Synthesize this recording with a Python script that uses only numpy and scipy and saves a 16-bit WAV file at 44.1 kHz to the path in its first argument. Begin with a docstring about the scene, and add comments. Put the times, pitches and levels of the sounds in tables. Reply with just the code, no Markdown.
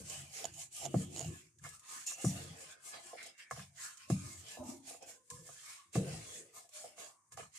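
"""A grooved wooden rolling pin rolls over floured dough on a round wooden board in a quiet kitchen.
Grains under the pin keep the wood humming; the pin thuds down, knocks, and ticks as its grooves pass an edge.
Flour hisses under the palms and the sliding dough, skin catches on the handle, the pressed board creaks
and bangles jingle once. Two small microphone ports close by each favour their own part of the treble."""
import sys
import numpy as np
from scipy import signal
from scipy.fft import rfft, irfft, next_fast_len
from scipy.io import wavfile
from scipy.ndimage import uniform_filter1d, map_coordinates

SR = 44100
rng = np.random.default_rng(int(sys.argv[2]) if len(sys.argv) > 2 else 0)


def to_wav(sig):
    """Store sig (one row per channel, or 1-D mono) as 16-bit WAV at the path in sys.argv[1].

    Samples outside -1..1 are clipped; the rate is SR.
    """
    pcm = np.clip(np.atleast_2d(sig), -1, 1) * 32767
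    pcm = np.round(pcm).astype(np.int16)
    wavfile.write(sys.argv[1], SR, pcm.T)  # frames by channels


N = 334278
OPPOSITE = np.array([[1], [-1]])   # adds a signal on the left and subtracts it on the right


def amp(db):
    """Turn decibels into a gain to multiply by."""
    return 10 ** (np.asarray(db) / 20)


def rms_one(x):
    """Scale a signal to an average power of 1."""
    return x / np.sqrt(np.mean(x ** 2) + 1e-20)


def pan(db):
    """Left and right gains that make the left louder by db."""
    return amp(np.array([db / 2, -db / 2]))


def at_hz(points, hz):
    """Read a curve between its (frequency, value) points, on a scale of octaves."""
    points_hz, values = np.transpose(points)
    return np.interp(np.log(hz), np.log(points_hz), values)


def cut_below(x, hz, order):
    """Filter out the sound below hz; a higher order cuts more steeply."""
    return signal.sosfilt(signal.butter(order, hz, "high", fs=SR, output="sos"), x)


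def drift(rate_hz):
    """A slow random wander, about 1 in size."""
    step, warm_up = 40, 2000
    pole = np.exp(-2 * np.pi * rate_hz * step / SR)
    noise = rng.standard_normal(N // step + warm_up + 2)
    slow = signal.lfilter([1], [1, -2 * pole, pole * pole], noise)[warm_up:]
    return np.interp(np.arange(N) / step, np.arange(len(slow)), rms_one(slow))


def ring(force, modes, ring_scale=1):
    """A force rings an object's modes, its natural notes: each fades 60 dB in ring time * ring_scale."""
    out = 0
    for k, (hz, level_db, ring_s) in enumerate(modes):
        decay = amp(-60 / (ring_s * ring_scale * SR))
        angle = 2 * np.pi * hz / SR
        gain = (-1) ** k * amp(level_db) * np.sin(angle)   # neighbours swing opposite ways
        out = out + signal.lfilter([0, gain], [1, -2 * decay * np.cos(angle), decay ** 2], force + 1e-18)
    return out


def blows(times, level_db, hard_hz):
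    """The force of blows: the harder the contact, the shorter the push."""
    force, t = np.zeros(N), np.arange(1024) / SR
    force[np.round(times * SR).astype(int)] = amp(level_db)
    push = t * np.exp(-2 * np.pi * hard_hz * t)
    return signal.oaconvolve(force, push / push.sum())[:N]


def bursts(times, gains, decay_s):
    """Left and right loudness curves that jump up at once and die away."""
    starts = np.zeros((2, N))
    starts[:, np.round(times * SR).astype(int)] = gains
    return signal.lfilter([1], [1, -np.exp(-1 / (decay_s * SR))], starts + 1e-18)


def swells(times, rise_s, fall_s, levels_db, roundness=1):
    """One loudness curve per list of levels: each movement rises 20 dB to its peak and falls 20 dB."""
    t = np.arange(0, N + 32, 32) / SR
    from_peak = t - times[:, None]
    span_s = np.maximum(np.where(from_peak < 0, rise_s[:, None], fall_s[:, None]), .002)
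    power = amp(-40 * np.abs(from_peak / span_s) ** roundness)
    return [np.interp(np.arange(N) / SR, t, np.sqrt(amp(2 * db) @ power)) for db in levels_db]


def shaking_after(times, levels_db, rule):
    """Peak times, rises, falls and levels of the shaking that follows each blow."""
    delay_s, rise_s, fall_s, *offsets_db = rule
    same = np.ones(len(times))
    shaking_db = [db + offset for db, offset in zip(levels_db, offsets_db)]
    return np.array([times + delay_s, rise_s * same, fall_s * same, *shaking_db])


def grains(per_s, spread_db):
    """Two pairs of streams of tiny random clicks of uneven size."""
    sizes = amp(spread_db * np.minimum(rng.exponential(1, (4, N)), 4))
    signs = rng.choice([-1, 1], (4, N))
    touching = rng.random((4, N)) < per_s / SR
    return (sizes * signs * touching).reshape(2, 2, N) + 1e-9


# how alike left and right sound: (frequency [Hz], likeness [0 to 1])
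STEREO_LIKENESS = [(100, 0.77), (400, 0.64), (800, 0.27), (2000, 0.021), (5000, 0.028), (12000, 0.096)]
def coloured(source, spectrum, flicker_db):
    """Shape noise into a stereo sound, in bands a third of an octave wide that can flicker in level."""
    out, shared_flicker = 0, drift(34.0)
    lowest_hz, highest_hz = spectrum[0][0], spectrum[-1][0]
    edges = lowest_hz * 2 ** np.arange(0, np.log2(highest_hz / lowest_hz) + .2, 1 / 3)
    for k, (low, high) in enumerate(zip(edges, edges[1:])):
        band = signal.butter(2, [low, high], "band", fs=SR, output="sos")
        mid, side = signal.sosfilt(band, source[k % 2])
        hz = np.sqrt(low * high)
        alike = at_hz(STEREO_LIKENESS, hz)
        gain = amp(at_hz(spectrum, hz) + flicker_db * (0.623 * shared_flicker + drift(6.3)))
        out = out + gain * (np.sqrt(1 + alike) * mid + np.sqrt(1 - alike) * side * OPPOSITE)
    return rms_one(out)


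# the tone of the quiet room: (frequency [Hz], relative level [dB])
ROOM_SPECTRUM = [(29, -28), (50, -9.5), (101, 7.5), (581, -26.5), (718, -31.5), (1030, -5), (1350, -7.5),
                 (1700, -2.5), (2300, -10.5), (3740, -31), (7070, 7), (9830, -5), (14000, -55)]
def room_tone():
    """A faint noise that fills the kitchen."""
    return amp(-77) * coloured(rng.standard_normal((2, 2, N)), ROOM_SPECTRUM, flicker_db=1.5)


def wall_echoes(x, ring_s=0.08):
    """Echoes off the walls blur into a short fading noise, a different one for each side."""
    t = np.arange(SR // 2) / SR
    tail = rng.standard_normal((2, len(t))) * amp(-60 * t / ring_s) * (t > .004)
    tail /= np.sqrt(np.sum(tail ** 2) / 2)
    return signal.fftconvolve(x[None], tail, axes=1)[:, :N]


# the notes of the bangles: (pitch [Hz], level [dB], ring time before scaling [s])
BANGLE_MODES = [(5230, -12, .06), (5550, -5.5, 0.14), (5930, -1, .14), (6330, -7, .12), (6570, -7, 0.13),
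                (6840, -2.5, .15), (7140, -9.5, 0.17), (7270, -6.5, .14), (8400, -5.5, .1),
                (8940, -8, 0.12), (9700, -20, .14), (10780, -15.5, 0.13), (11160, -23.5, 0.11),
                (12500, -28, .1)]
# bangles touching: (time [s], strength [dB])
BANGLE_TOUCHES = [(2.0643, -48.5), (2.0661, -41.5), (2.074, -41), (2.087, -60), (2.105, -46),
                  (2.121, -48.5), (2.135, -49.5), (2.1853, -57), (2.213, -57), (2.249, -41), (2.262, -46),
                  (2.28, -45.5), (2.297, -49), (2.32, -57)]
def bangles():
    """Metal bangles clink together; each touch strikes every note with a strength of its own."""
    starts = [round(time * SR) for time, _ in BANGLE_TOUCHES]
    strength_db = np.array(BANGLE_TOUCHES)[:, 1:] + rng.normal(0, 4.4, (len(starts), len(BANGLE_MODES)))
    out = 0
    for k, mode in enumerate(BANGLE_MODES):
        clicks = np.zeros(N)
        clicks[starts] = amp(strength_db[:, k])
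        out = out + ring(clicks, [mode], ring_scale=0.5)
    return cut_below(out, 4800, order=4)


# the notes of one tick: (pitch [Hz], level [dB], ring time [s])
GROOVE_MODES = [(693, -21.5, .04), (2920, -22.5, 0.008), (4440, -16, 0.0016), (6890, -15.5, 0.011),
                (9500, -22, 0.0012), (12600, -29, 0.0016)]
# grooves passing an edge: (time [s], strength [dB])
GROOVE_SNAPS = [(.4425, -30), (.453, -29.5), (.8528, -36.5), (.8545, -33.5), (.8612, -33), (1.162, -35),
                (1.1715, -36.5), (1.18, -37), (1.1935, -32), (1.2055, -35), (1.2115, -34.5), (1.217, -39),
                (1.2265, -39.5), (1.245, -40)]
def groove_ticks():
    """The pin's grooves snap past an edge on the right; each tiny burst of noise rings briefly."""
    times, level_db = np.transpose(GROOVE_SNAPS)
    snaps = bursts(times, amp(level_db) * pan(-5.5)[:, None], decay_s=0.0017)
    return ring(snaps * rng.choice([-1, 1], N), GROOVE_MODES)


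# rubs and creaks; rise and fall are held between 0.005 and 0.3 s when played:
# (peak time [s], rise [s], fall [s], pitch [Hz], width before scaling [Hz], level [dB])
RUBS = [(.13, 0.086, 0.2, 3000, 220, -57), (.22, .01, .02, 3000, 670, -67), (.38, 0.064, 1, 2620, 460, -64),
        (.62, 0.13, 0.02, 2990, 260, -60), (.79, 0.07, 0.3, 2993, 350, -59),
        (0.779, 0.043, 0.41, 1200, 67, -71.5), (1.02, .06, 0.3, 3185, 300, -65),
        (1.245, 0.016, 0.07, 2900, 250, -55.5), (1.36, 0.087, 0.14, 2644, 187, -74),
        (1.6, 0.0086, -0.4, 1650, 80, -67), (1.659, 0.022, -0.13, 1390, 180, -54),
        (1.74, 0.079, 0.1, 1250, 160, -65.5), (1.97, 0.054, 0.1, 1686, 200, -59.5),
        (2.075, 0.015, 0.2, 2710, 83, -54), (2.12, 0.029, 0, 1215, 160, -56),
        (2.195, 0.0227, 0.36, 2820, 150, -62), (2.719, 0.044, 0.2, 1590, 140, -64.5),
        (3.185, 0.0173, 0.1, 2130, 240, -51), (3.4, 0.025, 1, 2250, 220, -64.5),
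        (3.409, 0.035, 0.21, 1763, 185, -63.5), (3.61, 0.077, 0, 1700, 240, -59),
        (3.789, 0.024, .1, 1950, 290, -58), (3.861, 0.072, 0.1, 1702, 120, -56.5),
        (4.009, 0.032, .08, 1500, 150, -70), (3.845, .03, 0.13, 1390, 130, -56),
        (4.02, 0.032, 0.2, 1070, 58, -69), (4.008, .02, .04, 3000, 200, -66),
        (4.597, .02, 0.4, 267, 23, -49), (4.605, 0.021, -0.2, 91, 12, -47),
        (4.66, 0.067, -0.2, 96, 12, -54), (4.628, 0.058, 0, 606, 26, -46.5),
        (4.605, 0.079, 0.2, 900, 200, -55), (4.71, 0.031, -0.06, 1070, 190, -64),
        (4.692, 0.012, 0.04, 266, 18, -42), (4.9, 0.033, .08, 2220, 188, -72),
        (4.89, 0.037, 0, 1650, 260, -72), (5.18, 0.16, 0.1, 1028, 34, -77.5),
        (5.11, .12, 0.2, 498, 40, -70.5), (5.315, 0.016, .12, 488, 23, -61),
        (5.4, .08, 0.2, 490, 27, -66.5), (5.311, 0.0145, 0.1, 1034, 53, -58),
        (5.312, 0.013, -0.24, 1690, 120, -58.5), (5.379, 0.022, .06, 1058, 59, -68),
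        (5.372, 0.017, .06, 1700, 68, -65.5), (5.48, 0.044, -1, 1745, 62, -66),
        (5.58, .05, .05, 1720, 60, -66), (5.68, 0.041, .12, 2200, 90, -62),
        (5.71, 0.12, -0.3, 1710, 150, -69), (5.799, 0.076, 0.1, 1120, 79, -64),
        (5.968, 0.011, 0.17, 484, 160, -39.5), (6.12, 0.065, -2, 2630, 370, -61.5),
        (6.4, 0.23, 0.2, 469, 62, -61.5), (6.761, 0.036, 0.4, 609, 34, -61.5),
        (6.77, 0.071, 0.07, 1115, 58, -68.5), (7.005, 0.048, 3, 1100, 150, -66),
        (7.57, 0.037, .1, 1885, 210, -70)]
def rubs_and_creaks():
    """A rub, or the creak of the pressed board, makes contact noise ring at one pitch for a moment."""
    out, span = np.zeros((2, N + SR)), SR // 2
    from_peak = np.arange(span) / SR - .15
    noise = rng.standard_normal((len(RUBS), 2, span))
    for (time, rise_s, fall_s, hz, width_hz, level_db), source in zip(RUBS, noise):
        mode = [(hz, 0, np.log(1000) / (np.pi * width_hz * 1.5))]
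        tone = rms_one(ring(ring(source, mode), mode))
        power = uniform_filter1d(tone ** 2, size=round(2 * SR / hz)) + .05
        steadiness = 0.88 if hz < 700 else 0.25   # low creaks waver less than high rubs
        mid, side = rms_one(tone / power ** (steadiness / 2))
        stereo_width = 0.64 * (1 - at_hz(STEREO_LIKENESS, hz))
        slope_s = np.clip(np.where(from_peak < 0, rise_s, fall_s), .005, .3)
        swell = amp(level_db - 20 * np.abs(from_peak / slope_s) ** 1.16)
        start = round((time + .35) * SR)   # 0.5 s of padding, less the 0.15 s before the peak
        out[:, start:start + span] += swell * (mid + stereo_width * side * OPPOSITE)
    return out[:, span:span + N]


def narrow_band_flicker(x, depth_db, width_hz=169.9, life_s=.07):
    """Narrow bands of the hiss and scrape swell and fade at random."""
    hz, t, cells = signal.stft(x, SR, nperseg=1024)
    grid = np.meshgrid(hz / width_hz, t / life_s, indexing="ij")
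    patches = map_coordinates(rng.standard_normal((400, 400)), grid, order=1, mode="mirror")
    _, shaped = signal.istft(cells * amp(depth_db * rms_one(patches)), SR, nperseg=1024)
    return rms_one(shaped[:, :N])


# the tone of the fine hiss and of the coarse scrape: (frequency [Hz], relative level [dB])
HISS_SPECTRUM = [(2060, -13.5), (3500, -13.5), (4050, -11.5), (5740, -8), (7180, 0.5), (8920, -8),
                 (11600, -15), (14000, -23), (14500, -15.5), (14800, -39)]
SCRAPE_SPECTRUM = [(880, -34), (1500, -9.5), (1740, -1.5), (1900, -9), (2120, -1.5), (3870, -11),
                   (5000, -8), (6500, -42), (11000, -120)]
# strokes of the pin: (peak time [s], rise [s], fall [s], hiss [dB], scrape [dB], left minus right [dB],
# low pin hum [dB], middle pin hum [dB], high pin hum [dB])
PIN_STROKES = [(0.0, 0.022, 0.059, -54, -64.5, -3.5, -58, -80, -71),
               (0.127, 0.12, 0.19, -48, -53.5, -0.5, -64.5, -59.5, -65.5),
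               (0.378, 0.077, 0.103, -44.5, -52, -2.5, -72, -62, -68),
               (0.44, 0.13, 0.082, -54, -55, -2, -55, -55, -62),
               (0.619, 0.11, 0.066, -47.5, -64, -3, -85, -60, -67.5),
               (0.772, 0.0543, 0.1, -45.5, -61, -2.5, -105, -74, -85),
               (0.849, 0.1, 0.044, -47.5, -58, -7, -77, -49.5, -83),
               (1.019, 0.17, 0.078, -50.5, -61, -3, -55, -60, -63),
               (1.184, 0.11, 0.17, -49.5, -60, -4, -61, -58.5, -86),
               (1.36, 0.27, 0.1526, -61, -63, -1.5, -84, -84, -67.5),
               (1.66, 0.045, 0.1203, -54, -61, -2, -72, -71, -56),
               (1.748, 0.057, 0.063, -56.5, -89.5, -1, -95.5, -81, -71.5),
               (1.94, 0.12, 0.22, -48.5, -55.5, -2, -96, -77, -58.5),
               (2.077, 0.015, 0.13, -44.5, -55, -4, -68, -66, -67.5),
               (2.232, 0.09, 0.36, -46, -57.5, -2.5, -60.5, -55.5, -64),
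               (2.359, 0.028, 0.49, -85, -56, -0.0, -64.5, -64, -61.5),
               (2.633, 0.092, 0.039, -53.5, -61, 0, -69, -65, -72),
               (2.717, 0.15, 0.0504, -59, -56.5, 0.5, -87, -68, -69),
               (2.876, 0.062, 0.14, -49.5, -62, 1.5, -74, -72.5, -63),
               (2.951, 0.042, 0.08, -73, -52, 5.5, -65, -54.5, -53.5),
               (3.065, 0.098, 0.17, -56, -58.5, 2.5, -96.5, -69, -63.5),
               (3.187, 0.031, 0.18, -77, -55, 2.0, -72, -65.5, -87.5),
               (3.26, 0.094, 0.0785, -59, -59, 2, -63, -66, -68.5),
               (3.401, 0.032, 0.072, -61.5, -55.5, 3, -79.5, -93, -84),
               (3.52, 0.016, 0.17, -54.5, -74.5, -1.5, -74, -59, -82),
               (3.606, 0.092, 0.089, -57, -57, 2, -75, -77, -65),
               (3.826, 0.071, 0.15, -47, -53.5, -2.5, -103, -74, -60),
               (4.004, 0.038, 0.2, -63.5, -60.5, 2.5, -100.5, -101, -76),
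               (4.111, 0.028, 0.0993, -49.5, -53, -1, -53.5, -55.5, -64),
               (4.282, 0.2, 0.24, -52, -60.5, -0.5, -70, -73, -61.5),
               (4.516, 0.12, 0.11, -51.5, -54.5, -1.5, -62.5, -64.5, -67),
               (4.701, 0.094, 0.11, -50.5, -67, -1.5, -62, -63.5, -65),
               (4.892, 0.0587, 0.11, -49, -57.5, -4, -83.5, -59, -76),
               (5.029, 0.025, 0.044, -69, -60.5, -4.5, -67.5, -64, -85),
               (5.092, 0.049, 0.098, -54.5, -59, -4, -66.5, -66.5, -83),
               (5.31, 0.015, 0.22, -56, -87, -2.5, -72.5, -99.5, -71.5),
               (5.39, 0.21, 0.022, -64.5, -89.5, 2, -84.5, -101, -90),
               (5.477, 0.052, 0.18, -55, -81.5, -4, -76, -71, -65),
               (5.705, 0.22, 0.153, -51.5, -55.5, -1.5, -94.5, -76, -64),
               (5.951, 0.023, 0.0924, -46.5, -50, -4.5, -53.5, -62, -61.5),
               (6.117, 0.15, 0.39, -52.5, -53.5, 0.5, -60.5, -63, -62),
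               (6.378, 0.17, 0.075, -52.5, -59, -2, -67, -77.5, -73),
               (6.571, 0.046, 0.11, -52.5, -74, 1, -89, -60, -62),
               (6.769, 0.0564, 0.13, -50.5, -58, -2, -84, -69, -71),
               (6.863, 0.096, 0.11, -61, -63.5, 3.5, -67, -61.5, -78),
               (7.002, 0.038, 0.13, -50.5, -55.5, -2.5, -61.5, -55.5, -72),
               (7.33, 0.019, 0.044, -58.5, -80.5, 0, -72, -93, -63.5),
               (7.389, 0.023, 0.099, -56, -59, -2.5, -64, -55.5, -55),
               (7.571, 0.046, 0.054, -53.5, -58, -5, -89, -86.0, -70.5)]
STROKE_ROUNDNESS = 1.576   # above 1, a stroke has a rounded peak
def flour_friction():
    """Flour grains slip under palms and dough, making a fine hiss and a coarser scrape."""
    times, rise_s, fall_s, hiss_db, scrape_db, pan_db = np.transpose(PIN_STROKES)[:6]
    levels_db = [hiss_db + pan_db / 2, hiss_db - pan_db / 2, scrape_db]
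    left, right, scrape_gain = swells(times, rise_s, fall_s, levels_db, STROKE_ROUNDNESS)
    fine = coloured(grains(per_s=9000, spread_db=2.5), HISS_SPECTRUM, flicker_db=1.5)
    hiss = narrow_band_flicker(fine, depth_db=2.2)
    coarse = coloured(grains(per_s=3000, spread_db=1.5), SCRAPE_SPECTRUM, flicker_db=1.5)
    scrape = narrow_band_flicker(coarse, depth_db=4.2)
    return np.array([left, right]) * hiss + scrape_gain * scrape


# skin catching on the handle: (time [s], peak level [dB], left minus right [dB])
SKIN_CATCHES = [(0.098, -33, -10), (0.5386, -45, -1.5), (0.726, -43.5, 3), (1.586, -54, -7.5),
                (1.6392, -42.5, -4), (1.69, -42, 9), (1.795, -47, 0), (2.606, -44.5, -10),
                (3.2287, -41, -4), (3.263, -40.5, -2), (3.38, -53, -12), (3.503, -49.5, -2),
                (3.5107, -38.5, -3.5), (3.972, -44, -7), (4.1, -36, -8), (4.409, -48, -9.5),
                (4.4837, -49, -15), (5.025, -45.5, -7), (5.0864, -50, 8), (5.302, -35.5, 0.5),
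                (5.93, -44, -2.5), (5.961, -39, -2), (6.691, -50.5, -2.5), (6.736, -46, 0),
                (7.321, -44.5, -6), (7.372, -42.5, -7.5)]
def skin_catches(peak_over_average_db=9):
    """Skin catches on the handle and lets go in a quick hiss of tiny slips."""
    times, peak_db, pan_db = np.transpose(SKIN_CATCHES)
    slips = bursts(times, amp(peak_db - peak_over_average_db) * pan(pan_db), decay_s=0.011)
    return slips * coloured(rng.standard_normal((2, 2, N)), HISS_SPECTRUM, flicker_db=0)


# the notes of the pin: (pitch [Hz], level [dB], ring time before scaling [s])
PIN_MODES = [(461, -9.5, 0.056), (527, -10, 0.047), (606.7, -13, 0.0912), (691, 2.5, 0.028),
             (771, -1, 0.029), (1069.5, -2.5, 0.042), (1224, 2, 0.025), (1713.4, -3.5, 0.056),
             (2142, -10, 0.11), (2770, -23, 0.04)]
PIN_LOW, PIN_MIDDLE, PIN_HIGH = PIN_MODES[:3], PIN_MODES[3:5], PIN_MODES[5:]
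# small knocks on the pin: (time [s], strength [dB], extra for the high notes [dB])
PIN_KNOCKS = [(0.942, -20.5, -17.5), (1.639, -58, 9), (1.648, -55, 13.5), (1.663, -44, -2), (2.116, -51, 5),
              (2.246, -29, -7.5), (2.937, -49, 0), (3.131, -33.5, -31), (3.151, -36.5, -32.5),
              (3.51, -31.5, 1.5), (3.523, -48, 0), (3.563, -53.5, 6), (3.573, -40.5, -14),
              (3.594, -51.5, 7), (4.101, -26, -11), (4.571, -37.5, -24), (4.908, -41.5, -17.5),
              (4.945, -41, -14), (5.025, -47, -19.5), (5.49, -42.5, -6.5), (5.9538, -43.5, 6.5),
              (5.9564, -25, -18), (6.692, -60, -14), (6.842, -34.5, -24), (6.858, -42.5, -23),
              (6.979, -46, -8), (7.321, -61, 6), (7.374, -41, -1), (7.392, -36, -24.5), (7.407, -52, 5)]
def pin_knocks():
    """Knocks ring the pin, muffled by the hands; where it is struck sets how bright it sounds."""
    times, level_db, high_db = np.transpose(PIN_KNOCKS)
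    dull = ring(blows(times, level_db, hard_hz=1430), PIN_LOW + PIN_MIDDLE, ring_scale=0.59)
    bright = ring(blows(times, level_db + high_db, hard_hz=2150), PIN_HIGH[:2], ring_scale=0.61)
    top = ring(blows(times, level_db + 1.35 * high_db, hard_hz=2600), PIN_HIGH[2:], ring_scale=.4)
    return cut_below(dull + bright + top, 294.2, order=2)   # the slim pin sends out no bass


# the notes of the board, six low then four high: (pitch [Hz], level [dB], ring time when struck [s])
BOARD_MODES = [(90.5, -22, 0.62), (115.4, -3.5, 0.15), (137.8, -10, 0.55), (156.7, 2.5, 0.1884),
               (186.5, -4, 0.28), (200.1, -4, 0.16), (222.4, -18, 0.35), (252.7, -20, 0.29),
               (285.3, -21.5, 0.52), (345, -1.5, 0.037)]
BOARD_SWINGS = (1, -1, 1, 1, -1, 1, 1, -1, 1, -1)   # the way each note swings where the pin lands: (direction [+1 or -1])
# the pin laid down or bumped: (time [s], strength [dB], extra for the high notes [dB], shudder [dB])
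PIN_THUDS = [(0.941, -23, 5, -36), (2.243, -23, 2, -31), (3.573, -45.5, -32.5, -82),
             (4.1, -22.5, 1.5, -30.5), (5.954, -23, -0.5, -29)]
def board_thuds(settle_s=0.0101, touch_db=-7.5):
    """The pin lands softly and rings the board: a light touch first, its weight a moment later."""
    times, level_db, high_db, _ = np.transpose(PIN_THUDS)
    touch = blows(times, level_db + touch_db, hard_hz=250)
    weight = blows(times + settle_s, level_db, hard_hz=256)
    sharp_push = blows(times, level_db + high_db, hard_hz=514)
    return sum(swing * ring(touch + weight if k < 6 else sharp_push, [mode])
               for k, (swing, mode) in enumerate(zip(BOARD_SWINGS, BOARD_MODES)))


# the board shoved or rocked: (peak time [s], rise [s], fall [s], low notes [dB], high notes [dB])
BOARD_SHOVES = [(0.001, 0.28, 0.14, -45.5, -59), (0.223, 0.158, 0.13, -50.5, -65.5),
                (0.447, 0.012, 0.32, -55, -66), (0.852, 0.06, 0.5, -56, -53.5),
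                (1.28, 0.317, 0.16, -48, -52.5), (1.646, 0.07, 0.1, -47.5, -83),
                (1.965, 0.011, 0.14, -70.5, -65.5), (2.11, .02, 0, -86, -64), (2.97, 0.027, 0.26, -84, -75),
                (3.134, .01, 0.32, -91, -71), (3.517, 0.01, 0.25, -52.5, -98),
                (3.588, 0.037, 0.03, -55, -100.0), (4.591, 0.027, 0.49, -65, -58),
                (5.322, 0.0093, 0.26, -54, -71.5), (6.396, .07, 0.12, -90, -67.5),
                (6.845, .01, 0.55, -89, -77), (7.35, 0.054, .08, -60.5, -90),
                (7.42, 0.046, 0.1, -56.5, -90)]
# shaking added to a thud's shudder level: (delay [s], rise [s], fall [s], low [dB], high [dB])
BOARD_SHUDDER = [(0.122, 0.1197, 0.22, -16.5, -23.5)]
def board_shaking():
    """Loudness curves of the board's low and high notes as it is shoved or shudders after a thud."""
    thud_times, _, _, shudder_db = np.transpose(PIN_THUDS)
    shudders = [shaking_after(thud_times, [shudder_db, shudder_db], rule) for rule in BOARD_SHUDDER]
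    times, rise_s, fall_s, *levels_db = np.hstack([np.transpose(BOARD_SHOVES), *shudders])
    return swells(times, rise_s, fall_s, levels_db)


# the rattle, relative to its knock: (delay [s], rise [s], fall [s], low [dB], middle [dB], high [dB])
PIN_RATTLE = (.008, .005, .022, -24, -23, -17)
def pin_shaking():
    """Loudness curves of the pin's low, middle and high notes as it rolls or rattles after a knock."""
    times, rise_s, fall_s, *levels_db = np.transpose(PIN_STROKES)
    stroked = swells(times, rise_s, fall_s, levels_db[3:], STROKE_ROUNDNESS)
    knock_times, knock_db, high_db = np.transpose(PIN_KNOCKS)
    rattles = shaking_after(knock_times, [knock_db, knock_db, knock_db + high_db], PIN_RATTLE)
    times, rise_s, fall_s, *levels_db = rattles
    return np.hypot(stroked, swells(times, rise_s, fall_s, levels_db))


# how much more a shove moves each note of the board than a blow does: (extra level [dB])
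SHOVE_EXTRA_DB = (15.5, 7, 7, -1.5, -9, -19, 1, 1, 4, 5)
def rolling_pin(wander_db=5):
    """Uneven grains under the pin keep pin and board humming; each note comes and goes as it travels."""
    bumps = grains(per_s=2500, spread_db=4.0)
    shoved = [(hz, db + extra, ring_s) for (hz, db, ring_s), extra in zip(BOARD_MODES, SHOVE_EXTRA_DB)]
    groups = (PIN_LOW, PIN_MIDDLE, PIN_HIGH, shoved[:6], shoved[6:])
    stereo_widths = (0.68, 0.77, 1.0, 0.12, 0.56)
    gains = [*pin_shaking(), *board_shaking()]
    out = 0
    for k, (gain, modes, width) in enumerate(zip(gains, groups, stereo_widths)):
        mid, side = sum(amp(wander_db * drift(5.9)) * ring(bumps[k % 2], [mode], ring_scale=1.89)
                        for mode in modes)
        out = out + gain * rms_one(mid + width * side * OPPOSITE)
    return out


def scene():
    """Add up all the sounds; only the knocks and the bangles echo off the walls."""
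    knocks, jingle = pin_knocks(), bangles()
    echoes = amp(-5) * wall_echoes(knocks + jingle)
    struck = board_thuds() + knocks + jingle * pan(3.3)[:, None]
    return (room_tone() + echoes + struck + rolling_pin() + flour_friction()
            + rubs_and_creaks() + skin_catches() + groove_ticks())


# how the two microphone ports differ: (frequency [Hz], left minus right [dB])
PORT_BALANCE = [(300, 1), (900, -3), (4000, 0), (6700, -6), (7700, 1), (8800, 15.5), (11000, 5.5),
                (14000, 8)]
def record(dry):
    """Each microphone port favours its own treble bands; the deep bass and the very top are cut."""
    size = next_fast_len(N)
    hz = np.maximum(np.fft.rfftfreq(size, 1 / SR), 1)
    heard = irfft(rfft(dry, size) * pan(at_hz(PORT_BALANCE, hz)), size)[:, :N]
    top_cut = signal.cheby2(16, 60, 14600, fs=SR, output="sos")
    return signal.sosfilt(top_cut, cut_below(heard, 67.6, order=4))


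dry = scene()
out = record(dry)
to_wav(out)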